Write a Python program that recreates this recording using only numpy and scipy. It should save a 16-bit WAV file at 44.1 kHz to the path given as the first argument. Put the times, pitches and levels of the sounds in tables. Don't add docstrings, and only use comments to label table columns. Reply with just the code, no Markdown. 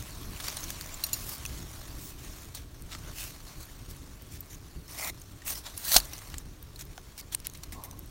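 import sys
import numpy as np
from scipy import signal
from scipy.fft import rfft, irfft, next_fast_len
from scipy.io import wavfile
from scipy.ndimage import uniform_filter1d

SR = 44100
rng = np.random.default_rng(int(sys.argv[2]) if len(sys.argv) > 2 else 0)


def generate_wav(signal):
    frames = np.transpose(np.atleast_2d(signal))
    scaled = np.clip(frames, -1, 1) * 32767
    pcm = np.round(scaled).astype(np.int16)
    wavfile.write(sys.argv[1], SR, pcm)


N = 357210

# start t/s, rise t/s, hold t/s, fall t/s, level/dB, brightness/dB, cavity/dB, flap f/Hz, flap/dB
STROKES = [(0.397, .007, .002, 0.048, -39, -2.5, -10, 5400, -26),
           (0.434, .006, 0.048, 0.069, -42, -6, -11, 5400, -13),
           (1.147, .003, .002, 0.096, -46, -1, -23, 5000, -20),
           (1.103, 0.23, .004, 0.045, -36.5, 0, -16.5, 4950, -19),
           (1.95, 0.064, 0.085, 0.05, -45, 0, -36, 8400, -29),
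           (2.171, 0.018, 0.27, 0.14, -51.5, -3, -10, 6800, -25),
           (2.539, 0.012, .002, 0.097, -43.5, -4, -12.5, 3340, -25),
           (2.883, 0.037, .03, 0.035, -44.5, -22, -11, 1330, -13),
           (2.997, 0.099, .002, .014, -51, -21, -1, 1480, -4),
           (3.122, 0.054, 0.073, 0.12, -40, -1.5, -18, 2680, -17),
           (3.463, 0.0054, .002, 0.19, -50.5, -5, -6.5, 4440, -8),
           (3.564, 0.065, .002, .022, -49, -0.5, -18, 4350, -8),
           (3.873, 0.036, .002, 0.023, -44, -0.5, -33, 4970, -16),
           (4.295, 0.021, 0.059, .011, -51, -1.5, -24, 4500, -16),
           (4.495, .008, 0.049, .012, -51.5, -1.5, -20, 6400, -7),
           (4.871, .02, 0.12, .02, -49, -2, -10.5, 5600, -15),
           (4.921, 0.12, 0.056, .016, -35.5, -1, -8.5, 2140, -8),
           (5.446, 0.026, 0.0568, 0.032, -32.5, -0.5, -18, 8850, -17),
           (5.542, 0.011, .035, 0.043, -42, -1, -15.5, 5040, -13),
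           (5.634, 0.031, .002, 0.058, -40.5, -8, -6, 3700, -10),
           (5.754, 0.013, 0.082, .004, -44.5, 3, -29, 4500, -16),
           (5.84, 0.114, 0.0027, 0.0069, -19.5, -0.5, -18, 4350, -13.5),
           (5.974, .002, .002, 0.024, -20.5, 2, -15.5, 4200, -21),
           (6.788, 0.0037, 0.033, 0.0083, -44, -1.5, -17.5, 6600, -15),
           (7.175, 0.0042, .024, 0.011, -42.5, -2, -21, 5400, -13),
           (7.317, 0.0065, 0.025, .003, -43, -3, -16, 4000, -13),
           (7.442, 0.0047, 0.018, 0.0045, -46, -5, -13, 5100, -7),
           (7.543, 0.0053, .002, 0.037, -48, -5, -24, 4000, -11),
           (7.627, .009, .002, .012, -40, -1.5, -13, 4400, -11),
           (7.721, 0.0016, .002, 0.045, -41, -3.5, -14, 2020, -12),
           (7.84, 0.0018, .002, 0.036, -40, 5, -26, 2020, -17)]
def strokes():
    out, parts = np.zeros(N), np.array(sheet_sound())
    for start, *shape, bright_db, cavity_db, flap_hz, flap_db in STROKES:
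        level = slide_envelope(start, *shape)
        fine, coarse, hollow, friction = parts[:, round(start * SR):][:, :len(level)]
        flap = gain_of(flap_db) * unit_rms(band(friction, flap_hz / 1.14, flap_hz * 1.14))
        add(out, start, level * (blend(fine, coarse, hollow, bright_db, cavity_db) + flap))
    return out

# t/s, level/dB
HANDLING = [(0, -48.5), (.28, -50), (.55, -43), (.8, -47), (1.44, -48), (1.95, -51), (2.6, -63),
            (3.05, -52), (3.81, -56), (4.6, -58.5), (5.4, -58.5), (5.62, -55.5), (5.98, -46), (6.38, -54),
            (6.47, -59.5), (8.1, -59)]
def rustle():
    level_db = contour(HANDLING)
    cavity_db = -6.5 - 0.18 * (level_db + 55.5)
    fine, coarse, hollow, _ = sheet_sound()
    paper = blend(fine, coarse, hollow, bright_db=-3.5, cavity_db=cavity_db)
    ticks = gain_of(-1) * random_bursts(per_s=22, spread_db=1.5, decay_s=0.00058, samples=400)
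    return gain_of(level_db) * (paper + band(ticks, 5500, 19000))

# f/Hz, spectral level/dB
PAPER_SPECTRUM = [(900, -34), (1600, 0), (3000, 2), (6000, 2.5), (10500, -7), (14000, 0.5), (16500, 4)]
# f/Hz, bandwidth/Hz, level/dB
SHEET_MODES = [(2100, 480, -5), (4180, 1200, -8.5), (6850, 830, -21), (9230, 1400, 2.5), (11140, 1100, 4)]
def sheet_sound():
    friction, split_hz = stick_slip(), 8000
    response = lambda hz: spectrum_gain(PAPER_SPECTRUM, hz) * (1.08 + resonances(SHEET_MODES, hz))
    sheet = flexing(filtered(friction, response))
    fine = unit_rms(filtered(sheet, lambda hz: 1 / np.sqrt(1 + (split_hz / (hz + 1)) ** 6)))
    coarse = unit_rms(filtered(sheet, lambda hz: 1 / np.sqrt(1 + (hz / split_hz) ** 6)))
    return fine, coarse, cavity(friction), friction

def stick_slip(clump_db=1.17):
    slips = unit_rms(random_bursts(per_s=1000, spread_db=4.5, decay_s=0.00074, samples=200))
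    clumps = gain_of(clump_db * slow_noise(samples=300))
    return unit_rms((slips + 1.65 * rng.standard_normal(N)) * clumps)

def flexing(x, depth_db=2.54):
    spectra = signal.stft(x, nperseg=256, noverlap=192)[2]
    patches = uniform_filter1d(rng.standard_normal(spectra.shape), 3, axis=0)
    patches = unit_rms(uniform_filter1d(patches, 24, axis=1))
    flexed = signal.istft(spectra * gain_of(depth_db * patches), nperseg=256, noverlap=192)[1]
    return unit_rms(flexed[:len(x)])

def blend(fine, coarse, hollow, bright_db, cavity_db):
    bright = np.clip(gain_of(bright_db), 0, .97)
    return bright * fine + np.sqrt(1 - bright ** 2) * coarse + gain_of(cavity_db) * hollow

# t/s, level/dB, ring f/Hz, T60/s
CREASES = [(0.024, -36, 6500, .012), (0.107, -35.5, 7500, .01), (0.4, -31.5, 1590, 0.017),
           (.469, -28.5, 3430, .012), (.4834, -20, 4700, 0.0099), (0.569, -28, 9000, .014),
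           (.606, -30.5, 6300, .014), (.639, -29.5, 6300, 0.027), (.682, -33, 3950, .018),
           (0.7038, -20.5, 6200, 0.013), (.8106, -27, 4300, .016), (.821, -34, 7300, .014),
           (.861, -33.5, 6500, .014), (0.9418, -32, 7460, 0.023), (1.0937, -34, 6780, .009),
           (1.292, -26.5, 12900, .011), (1.3806, -35, 9410, .011), (1.4522, -24, 2660, 0.016),
           (1.461, -28, 6070, 0.017), (2.552, -32, 8460, 0.02), (2.822, -34, 8700, .011),
           (2.9498, -30, 1390, 0.014), (3.6541, -40, 13000, .013), (3.9669, -39.5, 9840, .01),
           (4.221, -39.5, 14800, .018), (4.4062, -32.5, 13700, 0.022), (4.88, -38, 5270, .011),
           (4.91, -35, 9600, .014), (5.0461, -24.5, 2150, 0.016), (5.0735, -33, 2270, .008),
           (5.199, -42, 8960, .012), (5.2162, -37, 6600, 0.018), (5.4195, -42, 1840, 0.034),
           (5.466, -33, 5000, .012), (5.7762, -27.5, 11100, 0.031), (5.883, -24, 4500, .014),
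           (6.0008, -22.5, 4410, 0.019), (6.0534, -35, 7530, .014), (6.133, -30, 5700, .025),
           (6.1649, -35, 4500, .007), (6.1804, -33, 6380, .011), (6.188, -35, 5730, .014),
           (6.3004, -34, 4260, 0.0087), (6.3414, -29.5, 1820, .017), (6.3822, -29, 7600, 0.017),
           (6.627, -38, 12700, .018), (6.759, -41, 4240, .029), (6.8108, -29, 5940, .009),
           (6.8523, -41, 13700, .01), (6.9784, -29.5, 1640, 0.0093), (7.2103, -32, 4550, .01),
           (7.348, -17.5, 8770, 0.013), (7.401, -31.5, 5340, 0.0086), (7.4694, -13.5, 11600, 0.0058),
           (7.4984, -34, 6430, 0.009), (7.5365, -34, 9000, 0.0073), (7.5743, -35.5, 8900, .008),
           (7.6348, -28, 5900, 0.01), (7.8377, -26.5, 11400, 0.01), (7.9114, -31, 6440, .008),
           (7.992, -34, 13500, 0.011), (8.0596, -43, 13700, .012)]
def snaps():
    out, t = np.zeros(N), np.arange(3000) / SR
    for start, db, hz, t60 in CREASES:
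        noise = rng.standard_normal((3, len(t)))
        low_hz = hz * np.clip(-.25 - db / 45, .15, .8)
        burst = unit_rms(band(noise[0], low_hz, hz * 4.4))
        ring = 1.21 * unit_rms(band(noise[1], hz / 1.057, hz * 1.046))
        treble = 0.29 * unit_rms(band(noise[2], 6500, .49 * SR))
        attack = np.minimum(t / 0.00019, 1)
        fade = decay(t, max(t60, .003)) + 0.31 * np.exp(-t / 0.00016)
        add(out, start, gain_of(db) * attack * fade * unit_rms(burst + ring + treble))
    return out

# t/s, crush level/dB, thud level/dB
LANDINGS = [(5.9602, -11, -25)]
def dough_landing(peak_s=.0062):
    out, t = np.zeros(N), np.arange(6000) / SR
    noise = rng.standard_normal((2, len(t)))
    crush = unit_rms(band(noise[0], 3200, 6200)) + unit_rms(band(noise[1], 2060, 17000))
    rise = 0.25 + 0.79 * np.exp(-.5 * ((t - peak_s) / 0.0016) ** 2)
    swell = np.where(t < peak_s, rise, np.exp(-(t - peak_s) / 0.0041))
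    thud = np.sin(2 * np.pi * 42 * t) * decay(t, 0.21)
    thud += 1.54 * np.sin(2 * np.pi * 230 * t) * decay(t, 0.02)
    for start, crush_db, thud_db in LANDINGS:
        add(out, start, gain_of(crush_db) * crush * swell)
        add(out, start + 0.002, gain_of(thud_db) * thud)
    return out

# f/Hz, level at spot 0/dB, level at spot 1/dB, T60/s
WALL_MODES = [(2740, -11, -11.5, 0.029), (4150, 3.5, -12, 0.025), (4550, -2.5, -17, 0.029),
              (4900, -17, -5.5, 0.067), (5630, -6.5, -14, 0.063), (6670, -16, -19, 0.094),
              (7110, -20, 2.5, 0.042), (8100, -16, -18, .043), (8800, -7.5, -23, .08), (9400, -24, -9, .05),
              (10100, -8, -24, 0.059), (11160, -12, -2, 0.034), (11800, -4, -12, 0.042),
              (12490, -3, -8, .04), (13610, -3, 0, 0.039), (14500, -8, -12, .035), (15290, -5, -8, 0.039)]
# t/s, level/dB, spot struck (0 to 1)
HANDLE_STRIKES = [(1.038, -23, 0.05), (1.065, -36, 0.66), (1.131, -23.5, 1), (1.139, -29.5, 0.1)]
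def clinks():
    out, t = np.zeros(N), np.arange(8000) / SR
    hz, spot0_db, spot1_db, t60 = np.transpose(WALL_MODES)[:, :, None]
    phases = rng.random((len(HANDLE_STRIKES), len(WALL_MODES), 1))
    attack = np.minimum(t / 0.00064, 1)
    for (start, db, spot), phase in zip(HANDLE_STRIKES, phases):
        weights = gain_of((1 - spot) * spot0_db + spot * spot1_db)
        modes = weights * decay(t, t60) * np.sin(2 * np.pi * (hz * t + phase))
        scratch = 0.66 * band(rng.standard_normal(len(t)), 3000, 18000) * decay(t, 0.031)
        add(out, start, gain_of(db) * attack * (modes.sum(0) + scratch))
    return out

# t/s, level/dB
KNOCKS = [(5.962, -10), (6.979, -34)]
def knocks():
    out, t = np.zeros(N), np.arange(3000) / SR
    note = np.sin(2 * np.pi * 740 * t) + 0.43 * np.sin(2 * np.pi * 1450 * t)
    attack = np.minimum(t / 0.0014, 1)
    for start, db in KNOCKS:
        add(out, start, gain_of(db) * attack * decay(t, 0.022) * note)
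    return out

# f/Hz, bandwidth/Hz, level/dB
CAVITY_MODES = [(608, 95, 5.5), (840, 940, 2), (1112, 69, 4.5), (1350, 360, 1.5)]
def cavity(friction):
    passband = lambda hz: 1 / (1 + (480 / (hz + 1)) ** 6) / (1 + (hz / 1500) ** 6)
    return unit_rms(filtered(friction, lambda hz: resonances(CAVITY_MODES, hz) * passband(hz)))

# start t/s, rise t/s, hold t/s, fall t/s, level/dB
RUBS = [(7.711, 0.048, 0.075, 0.22, -50.5)]
def pot_rub():
    out = np.zeros(N)
    modes = [(1086, 71, 2), (920, 120, -4), (730, 130, -7), (517, 250, -5.5)]
    for start, *shape in RUBS:
        level = slide_envelope(start, *shape)
        hum = filtered(rng.standard_normal(len(level)), lambda hz: resonances(modes, hz) ** 2)
        add(out, start, level * unit_rms(hum))
    return out

# f/Hz, spectral level/dB
AIR_SPECTRUM = [(12, -21), (20, 1.5), (65, 1.5), (151, -6), (218, -14), (297, -10), (452, -18.5),
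                (772, -31.5), (1050, -29.5), (1690, -30), (6170, -38.5), (10200, -40.5), (15200, -48),
                (16500, -31)]
# t/s, level/dB
GUSTS = [(0, -43.5), (.88, -45), (1.8, -45), (3.7, -46.5), (4.2, -46.5), (5.8, -49), (6.5, -47),
         (7.45, -50.5), (7.75, -44), (8.1, -48)]
def wind(split_hz=420):
    noise = filtered(rng.standard_normal(N), lambda hz: spectrum_gain(AIR_SPECTRUM, hz))
    air = gain_of(-48) * unit_rms(noise)
    rumble = filtered(air, lambda hz: 1 / (1 + (hz / split_hz) ** 4))
    hiss = air - rumble
    gust_db = contour(GUSTS) + 2.2 * slow_noise(samples=2000)
    return hiss + gain_of(gust_db) * unit_rms(rumble)

def slide_envelope(start, rise, hold, fall, db, edge_db=-20.5):
    corners = start + np.cumsum([0, rise, hold, fall])
    t = np.arange(start, corners[-1], 1 / SR)
    ends = np.clip(np.minimum(t - t[0], t[-1] - t) / .0015, 0, 1)
    return gain_of(db + np.interp(t, corners, [edge_db, 0, 0, edge_db])) * ends

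def random_bursts(per_s, spread_db, decay_s, samples):
    sizes = gain_of(spread_db * np.minimum(rng.exponential(1, N), 4))
    onsets = rng.random(N) < per_s / SR
    grain = np.exp(-np.arange(samples) / (decay_s * SR))
    return signal.oaconvolve(sizes * onsets, grain)[:N] * rng.standard_normal(N)

def slow_noise(samples):
    return unit_rms(uniform_filter1d(uniform_filter1d(rng.standard_normal(N), samples), samples))

def resonances(modes, hz):
    return sum(gain_of(db) / np.sqrt(1 + (2 * (hz - f) / width) ** 2) for f, width, db in modes)

def spectrum_gain(points, hz):
    f, db = np.transpose(points)
    return gain_of(np.interp(np.log(hz + 1), np.log(f + 1), db))

def contour(points):
    return np.interp(np.arange(N) / SR, *np.transpose(points))

def filtered(x, response):
    size = next_fast_len(len(x))
    return irfft(rfft(x, size) * response(np.fft.rfftfreq(size, 1 / SR)), size)[:len(x)]

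def band(x, lo_hz, hi_hz):
    edges = [lo_hz, min(hi_hz, .49 * SR)]
    return signal.sosfilt(signal.butter(2, edges, "bandpass", fs=SR, output="sos"), x)

def decay(t, t60):
    return gain_of(-60 * t / t60)

def gain_of(db):
    return 10 ** (np.asarray(db) / 20)

def unit_rms(x):
    return x / np.sqrt(np.mean(x ** 2) + 1e-20)

def add(mix, start, sound):
    part = mix[round(start * SR):][:len(sound)]
    part += sound[:len(part)]

def scene():
    paper = rustle() + strokes() + snaps() + dough_landing()
    pot = clinks() + knocks() + pot_rub()
    return np.tile(paper + pot + wind(), (2, 1))

# f/Hz, width/Hz, level/dB
HOUSING_DIPS = [(4870, 220, -4.5), (7760, 650, -1), (10500, 480, -2.5)]
def record(dry):
    def housing(hz):
        return gain_of(sum(db * np.exp(-2 * ((hz - f) / width) ** 2) for f, width, db in HOUSING_DIPS))
    heard = np.array([filtered(channel, housing) for channel in dry])
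    low_pass = signal.firwin(1023, cutoff=15900, window=("kaiser", 9), fs=SR)
    return signal.oaconvolve(heard, low_pass[None], "same")

dry = scene()
out = record(dry)
generate_wav(out)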